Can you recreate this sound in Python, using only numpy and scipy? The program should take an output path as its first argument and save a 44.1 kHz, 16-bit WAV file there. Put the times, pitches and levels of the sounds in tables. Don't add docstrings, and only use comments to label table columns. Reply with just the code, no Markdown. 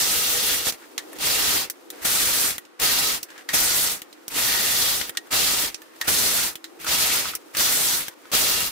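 import sys
import numpy as np
from scipy import signal
from scipy.fft import rfft, irfft, next_fast_len
from scipy.io import wavfile

SR = 44100
rng = np.random.default_rng(int(sys.argv[2]) if len(sys.argv) > 2 else 0)


def inscribe(sig):
    pcm = np.round(np.clip(np.atleast_2d(sig).T, -1, 1) * 32767)
    wavfile.write(sys.argv[1], SR, pcm.astype(np.int16))


N = 384111
SLOW_T = np.arange(N // 40 + 2) * 40 / SR


def amp(db):
    return 10 ** (np.asarray(db) / 20)


def rms_one(x):
    return x / np.sqrt(np.mean(x ** 2) + 1e-20)


def at_hz(points, hz):
    points = np.array(points)
    return np.interp(np.log(hz), np.log(points[:, 0]), points[:, 1])


def smooth(slow):
    return np.interp(np.arange(N) / 40, np.arange(len(slow)), slow)


def drift(rate_hz):
    r = np.exp(-80 * np.pi * rate_hz / SR)
    white = rng.standard_normal(N // 40 + 2002)
    return rms_one(signal.lfilter([1], [1, -2 * r, r * r], white)[2000:])


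def band(x, low_hz, high_hz):
    return signal.sosfilt(signal.butter(2, [low_hz, high_hz], "band", fs=SR, output="sos"), x)


def resonance(x, hz, width_hz):
    r = np.exp(-np.pi * width_hz / SR)
    zeros = np.array([1, 0, -1]) * (1 - r * r) / 2
    poles = [1, -2 * r * np.cos(2 * np.pi * hz / SR), r * r]
    return signal.lfilter(zeros, poles, x)


def hiss(colour):
    size = next_fast_len(N)
    grid_hz = np.maximum(np.fft.rfftfreq(size, 1 / SR), 1)
    spectrum = rfft(rng.standard_normal((2, size))) * amp(at_hz(colour, grid_hz))
    out = irfft(spectrum, size)[:, :N]
    return out / np.std(out.mean(0))


def stereo(mid_side, hz):
    # pitch_hz, likeness (-1 to 1)
    likeness = [(60, -0.03), (150, 0.021), (380, 0.13), (950, 0.15), (2380, 0.25), (5980, 0.086),
                (15000, -0.08)]
    # pitch_hz, left_over_right_db
    lean = [(60, -1.5), (180, -1.5), (550, -1), (1650, -0.5), (4970, -0.5), (15000, 0.5)]
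    alike = at_hz(likeness, hz)
    mid = np.sqrt(1 + alike) * mid_side[0]
    side = np.sqrt(1 - alike) * mid_side[1]
    pair = mid + side * [[1], [-1]]
    return pair * amp(at_hz(lean, hz) * np.array([[.5], [-.5]]))


def room():
    # pitch_hz, relative density_db per Hz
    hum_colour = [(88, -65), (150, -29), (204, -15.5), (308, 3), (345, 2.5), (432, -3), (498, 0),
                  (583, -10.5), (633, -11), (792, -7.5), (900, -17), (1170, -50), (1980, -120)]
    # time_s, level_db
    hum_course = [(0.849, -54), (1.099, -47), (1.821, -55), (1.969, -47.5), (2.699, -58), (3.349, -54.5),
                  (4.149, -55), (5.239, -53), (5.899, -56.5), (6.599, -57.5), (6.739, -51.5),
                  (7.459, -53.5), (8.207, -56)]
    # pitch_hz, relative density_db per Hz
    room_colour = [(18, -70), (30, -40), (124, -21), (266, -5), (328, -10), (486, -22), (649, -7),
                   (1250, 1), (1670, -4.5), (14800, -23.5), (16000, -25)]
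    time_s, hum_db = np.transpose(hum_course)
    hum = amp(np.interp(np.arange(N) / SR, time_s, hum_db)) * hiss(hum_colour)
    return hum + amp(-58.5) * hiss(room_colour)


def tail(x):
    t60_s, gap_s = 0.051, 0.004
    t = np.arange(SR // 3) / SR
    echo = rng.standard_normal((2, len(t))) * amp(-60 * t / t60_s) * (t > gap_s)
    echo = echo / np.linalg.norm(echo, axis=1, keepdims=True)
    return signal.fftconvolve(x, echo, axes=1)[:, :N]


def held_tones():
    # start_s, end_s, pitch_hz, width_hz, level_db, clean
    tones = [(0.074, .48, 481, 12, -38.5, 0.51), (.42, 0.743, 486, 8.3, -49, 1),
             (4.424, 4.797, 1870, 220, -32, 0.2), (5.686, 7.1, 326, 16, -57, 0.8)]
    out = np.zeros((2, N))
    for start, end, hz, width_hz, db, clean in tones:
        span = slice(round(start * SR), round(end * SR))
        t = np.arange(N)[span] / SR
        edges = np.clip(np.minimum(t - start, end - t) / 0.073, 0, 1)
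        swell = edges * smooth(amp(db + 0.89 * drift(5.1)))[span]
        pitch_hz = hz + 1.0 * smooth(drift(3.7))[span]
        tone = np.sqrt(2) * np.sin(2 * np.pi * np.cumsum(pitch_hz) / SR)
        rough = rms_one(resonance(rng.standard_normal((2, len(t))), hz, width_hz))
        out[:, span] += swell * (clean * tone + (1 - clean) * rough)
    return out


def brushing():
    # start_s, length_s, level_db, change_db over the length, body_over_level_db
    brushes = [(0.733, 0.25, -49.5, -6.5, -8), (1.0, 0.18, -51.5, 3, -4), (1.73, 0.18, -59, 1, -11),
               (1.92, 0.17, -52.5, 9, -3.5), (2.602, 0.074, -58, -5, 0), (3.24, 0.3, -58.5, -1.5, 2),
               (3.282, 0.15, -65.5, -1, 15), (4.032, 0.35, -61.5, 3, -1.5), (5.11, 0.088, -57, 2, 3),
               (5.195, 0.13, -56, 2, -4), (5.75, 0.22, -55.5, -3.5, -1), (5.956, 0.076, -58, 13, -9),
               (6.573, 0.085, -58, -3, -9), (6.67, 0.16, -59.5, 4, -13), (7.38, 0.2, -57.5, 5.5, -10),
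               (8.087, 0.063, -49, -7, 1), (8.146, .17, -61, 8.5, -7)]
    # pitch_hz, relative density_db per Hz
    brush_colour = [(350, -21), (600, 1), (834, -15), (869, -1), (1700, -11), (3630, -11.5), (6730, -13.5),
                    (16000, -15.5)]
    edge_s, catches_per_s = 0.008, 150
    soft, body = np.zeros((2, len(SLOW_T)))
    for start, length, db, change_db, body_db in brushes:
        t = SLOW_T - start
        edges = np.clip(np.minimum(t, length - t) / edge_s, 0, 1)
        level = edges * amp(db + change_db * np.clip(t / length, 0, 1))
        soft = soft + level
        body = body + level * amp(body_db)
    ticks = (rng.random(N) < catches_per_s / SR) * rng.standard_normal(N)
    rub = rms_one(resonance(rng.standard_normal((2, N)) + 5.2 * ticks, 1610.0, 710.0))
    soft_noise = smooth(soft * amp(1.3 * drift(27))) * hiss(brush_colour)
    body_noise = smooth(body * amp(4.0 * drift(10))) * rub
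    return soft_noise + body_noise


def clicks():
    # time_s, struck part, relative level_db, case_db and treble_db (relative to the crack),
    # t60_s, left_over_right_db
    click_list = [(0.6693, "jolt", -12.5, -5, -8, 0.041, -5), (0.723, "latch", -19, -15, -3, 0.056, -1),
                  (0.9787, "knob", -9.5, -4, -6.5, 0.069, -1.5), (0.9907, "tick", -29, 4, -14, 0.12, 1),
                  (1.13, "tick", -35.5, 4, 9, .065, 0), (1.163, "cam", -32, -7, -6, .065, -3),
                  (1.1863, "cam", -23, -17, -2, .065, -1), (1.6989, "back stop", -16, -10, 5.5, 0.068, 0),
                  (1.9024, "knob", -21.5, -19, 3.5, .065, 0), (2.0537, "cam", -12, -19, 0, .059, 4),
                  (2.5057, "tick", -15, -22, -6, 0.058, 3), (2.581, "front stop", -18, -1, 5, .039, 0),
                  (2.651, "tick", -35, -14, -10, .065, -2), (2.7985, "latch", -20, -17, 5, .065, 5),
                  (3.2295, "back stop", -17.5, -21, 4.5, 0.06, -1), (3.3026, "tick", -32, -4, -8, .1, -1),
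                  (3.3786, "tick", -30.5, 0, -9, 0.17, -1), (3.489, "lever", -15, 2.5, -7, 0.2, 0.5),
                  (3.54, "jolt", -14, -3, -5, 0.057, 1), (3.55, "latch", -12, -15, -6, .05, -4),
                  (4.018, "front stop", -21, -7, 0, .069, 0), (4.1275, "knob", -30.5, -23, -7, 0.071, -5),
                  (4.28, "latch", -19, -12, 4, .065, -1), (5.013, "front stop", -12.5, -4, -12, 0.048, 6),
                  (5.0234, "latch", -22, -7, -8, .065, -2),
                  (5.094, "front stop", -16.5, -1, 3.5, 0.039, -2), (5.15, "cam", -37, 5, -8, .08, 0),
                  (5.1714, "lever", -6.5, -11, -9, 0.047, -1.5), (5.2714, "cam", -42, 3, 0, 0.07, 4),
                  (5.3128, "cam", -23, -16, 5, .065, 0), (5.327, "cam", -14, -18, -7, .082, 3),
                  (5.7442, "back stop", -16, -19, -14, 0.068, -6), (5.818, "tick", -31, -3, 1, 0.073, -3),
                  (6.013, "lever", -11.5, 0, -3, 0.086, -1), (6.0795, "jolt", -13.5, -8, -2, .065, 6),
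                  (6.5547, "front stop", -19.5, -17, 0.5, 0.064, -3),
                  (6.642, "knob", -22, -5, -6, 0.11, -2), (6.7999, "cam", -36, -4, -2, .065, 0),
                  (6.845, "cam", -24, 2, 5, .065, -1), (6.866, "cam", -26, 9, -6, .08, -4),
                  (7.255, "cam", -24, 5, -8, .08, 0), (7.335, "cam", -34, 10, -8, .08, 0),
                  (7.3516, "back stop", -15.5, -9, 6.6, 0.054, 1), (7.549, "tick", -17.5, -2, -9, .065, -2),
                  (7.569, "latch", -11, -20, 2, 0.072, -1), (8.082, "front stop", -17, -2, 3.5, 0.036, 1),
                  (8.2547, "cam", -44, 11, -9, .065, 0), (8.3162, "latch", -20, 1, 1, .061, 0),
                  (8.336, "jolt", -13, -4, -5, 0.06, 1), (8.3505, "latch", -7.5, -8, -8, .065, 4)]
    parts = {"lever": (3700, 1858, -27, -9), "knob": (3900, 2040, -36, 3),
             "back stop": (5900, 2050, -22, -6), "front stop": (3300, 1998, -15, -10),
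             "cam": (3300, 1398, -13, -5), "latch": (5808, 1650, -13.5, -10), "tick": (2900, 1700, -17, -7),
             "jolt": (3600, 1700, -6, -10)}
    # pitch_hz, relative level_db, t60_s
    body_modes = [(1290, 2, 0.037), (1450, -10, .06), (1760, -3, 0.08), (1870, -1.5, 0.08),
                  (1914, -18.5, 0.29), (2320, -1, 0.065)]
    size = SR // 6
    t, out = np.arange(size) / SR, np.zeros((2, N + size))
    thump = band(np.sin(np.pi * np.minimum(t / 0.001, 1)), 90, 4000)
    for s, part, level_db, case_db, treble_db, t60, pan_db in click_list:
        part_hz, case_hz, thump_db, modes_db = parts[part]
        white = rng.standard_normal((3, size))
        white = 0.47 * white[0] + white[1:]
        fall = amp(-60 * t / t60) * 0.65 + amp(-60 * t / 0.02)
        burst = 0.79 * rms_one(band(white, 2200, 8470))
        burst = burst + 0.39 * rms_one(resonance(white, part_hz, 510.0))
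        burst = burst + amp(treble_db) * rms_one(band(white, 5700, 17200))
        case = 0.31 * rms_one(band(white, 910, 3750)) + 0.69 * rms_one(resonance(white, case_hz, 350.0))
        ringing = np.zeros(size)
        for hz, mode_db, ring_s in body_modes:
            extra, phase = rng.random(2)
            off_db = 7.5 * ((case_hz - hz) / 90) ** 2
            gain = amp(mode_db + 2.4 * extra - 60 * t / ring_s - off_db)
            ringing += gain * np.sin(2 * np.pi * (hz * t + phase))
        one = 0.26 * (burst + amp(case_db) * case) * fall * np.minimum(t / 0.00045, 1)
        one = one - amp(thump_db) * thump
        one = one + amp(case_db + modes_db) * ringing * np.minimum(t / 0.0013, 1)
        at = round(s * SR)
        out[:, at:at + size] += amp(level_db + pan_db * np.array([[.5], [-.5]])) * one
    return out[:, :N]


def strokes(carriage):
    # start_s, carriage, speeding_up_s, full_speed_s, slowing_down_s, # creep_before_s,
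    # creep_after_s, creep share of full speed, relative rasp_db, change_db over the pass, # jerk_db at
    # breakaway, body_over_rasp_db (1-2.5 kHz), rumble_over_rasp_db (below 1 kHz)
    passes = [(0.0, "both", 0.00072, 0.54, 0.18, .01, 0.014, 0.035, -24, -0.5, 0.5, -0.5, -1),
              (0.645, "both", 0.026, 0.021, 0.023, .01, .05, 0.1, -24.5, 0.5, -3.5, 0.5, 2),
              (1.18, "back", 0.058, 0.33, .11, 0.042, 0.021, 0.063, -23.5, 0.5, -0.5, 1, 0.5),
              (2.043, "front", 0.0098, 0.41, 0.1, 0.035, .02, 0.16, -23.5, -1, 0.5, 1.5, 0),
              (2.792, "back", 0.044, .29, 0.077, 0.0031, .035, .06, -20, -5, 1, 0.5, 0),
              (3.528, "front", 0.017, .32, 0.13, 0.046, 0.023, 0.071, -22, -2, 3.5, -0.5, 0),
              (4.321, "both", 0.071, .5, .21, 0.027, .01, 0.18, -23.5, 0, 1.5, 0, -0.5),
              (5.305, "back", .037, 0.3, 0.073, .005, .035, 0.066, -20.5, -3.5, 1, 0.5, -0.5),
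              (6.07, "front", 0.016, .36, 0.084, .04, 0.024, 0.095, -23, -2.1, 3, 1, 1.5),
              (6.852, "back", 0.045, 0.28, 0.1, 0.063, .005, 0.13, -23, 0, 0, 1.5, 0),
              (7.235, "back", 0.023, 0.028, 0.052, .005, 0.042, 0.23, -32.5, 3.5, -4.5, 4.5, 1),
              (7.558, "front", 0.047, .33, 0.13, 0.024, 0.033, 0.13, -23, -1, 3, -0.5, -1),
              (8.315, "back", 0.034, 0.3, 0.069, .005, .01, .05, -19, -5.5, 1.5, 0, -0.5)]
    speed_power = [0.78, 0.69, 0.98]
    jerk_share = [1.55, 2.2, 1.01]
    jerk_fade_s, creep_edge_s = 0.018, 0.024
    out = np.zeros((3, len(SLOW_T)))
    for (start, who, up, full, down, before, after, creep,
         db, change_db, jerk_db, body_db, rumble_db) in passes:
        if who != carriage:
            continue
        t, length = SLOW_T - start, up + full + down
        creeping = creep * np.clip(np.minimum(t + before, length + after - t) / creep_edge_s, 0, 1)
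        speed = np.clip(np.minimum(t / up, (length - t) / down), creeping, 1)
        jerk = jerk_db * np.exp(-np.clip(t - up, 0, 1) / jerk_fade_s)
        change = change_db * np.clip(t / (up + full), 0, 1)
        for part, above_db in enumerate((rumble_db, body_db, 0)):
            level_db = db + above_db + change + jerk_share[part] * jerk
            out[part] += amp(level_db) * speed ** speed_power[part]
    return out


def carriages():
    # pitch_hz, relative density_db per Hz
    back_colour = [(18, -8), (30, -7), (179, -7), (449, -5), (600, -6), (1320, -6), (1630, -6), (1810, -9),
                   (2230, -5), (4530, -0.5), (6550, -3.5), (14400, -5.5), (16000, -5)]
    # pitch_hz, relative density_db per Hz
    front_colour = [(18, -23), (30, -6.5), (189, -7), (437, -6), (1160, -7.5), (1280, -5.5), (2900, -4.5),
                    (4300, -4), (4650, 15.5), (5900, -4), (8080, -1.5), (14800, -3.5), (16000, -8)]
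    # pitch_hz, width_hz, relative level_db
    back_plate = [(1273, 41, -23.5), (1857, 110, -26.5), (2810, 59, -21), (3250, 180, -31.5),
                  (3860, 110, -53), (4300, 170, -52), (6960, 260, -22)]
    # pitch_hz, width_hz, relative level_db
    front_plate = [(1475, 75, -23), (1900, 69, -36), (3470, 230, -20), (3900, 95, -27), (4180, 140, -44),
                   (5880, 240, -20)]
    range_limits = [1000, 2500]
    edges_hz = np.geomspace(22, 17000, 23)
    knocks_per_s, knock_spread_db, knocks_db = 700, 4.0, -6

    hard = rng.random((2, N)) < knocks_per_s / SR
    hard = hard * amp(knock_spread_db * np.minimum(rng.exponential(1, (2, N)), 4))
    hard = hard * rng.choice([-1, 1], (2, N))
    white = rng.standard_normal((2, 2, N)) + amp(knocks_db) * rms_one(hard)

    back, front, both = map(strokes, ("back", "front", "both"))
    out = np.zeros((2, N))
    uneven_push = drift(3.4) + 1.9 * drift(51)
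    near = drift(9)
    for k, (low, high) in enumerate(zip(edges_hz, edges_hz[1:])):
        hz = np.sqrt(low * high)
        part = np.searchsorted(range_limits, hz)
        back_db, front_db = at_hz(back_colour, hz), at_hz(front_colour, hz)
        gain = amp(back_db) * back[part] + amp(front_db) * front[part]
        gain = gain + amp((back_db + front_db) / 2) * both[part]
        last, near = near, drift(17.6)
        gain = smooth(gain * amp(4.0 + 0.26 * uneven_push + 0.74 * (last + near)))
        out += gain * stereo(band(white[k % 2], low, high), hz)
    for plate, rasp in ((back_plate, back[2]), (front_plate, front[2])):
        for hz, width_hz, db in plate:
            gain = smooth((rasp + 0.83 * both[2]) * amp(db + 2.9 * drift(6.4)))
            out += gain * stereo(rms_one(resonance(white[0], hz, width_hz)), hz)
    return out


def scene():
    machine = carriages() + clicks()
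    echo = amp(-11.5) * tail(machine)
    return room() + held_tones() + brushing() + echo + machine


def record(dry):
    return signal.sosfilt(signal.cheby2(16, 45, 15950, fs=SR, output="sos"), dry)


dry = scene()
out = record(dry)
inscribe(out)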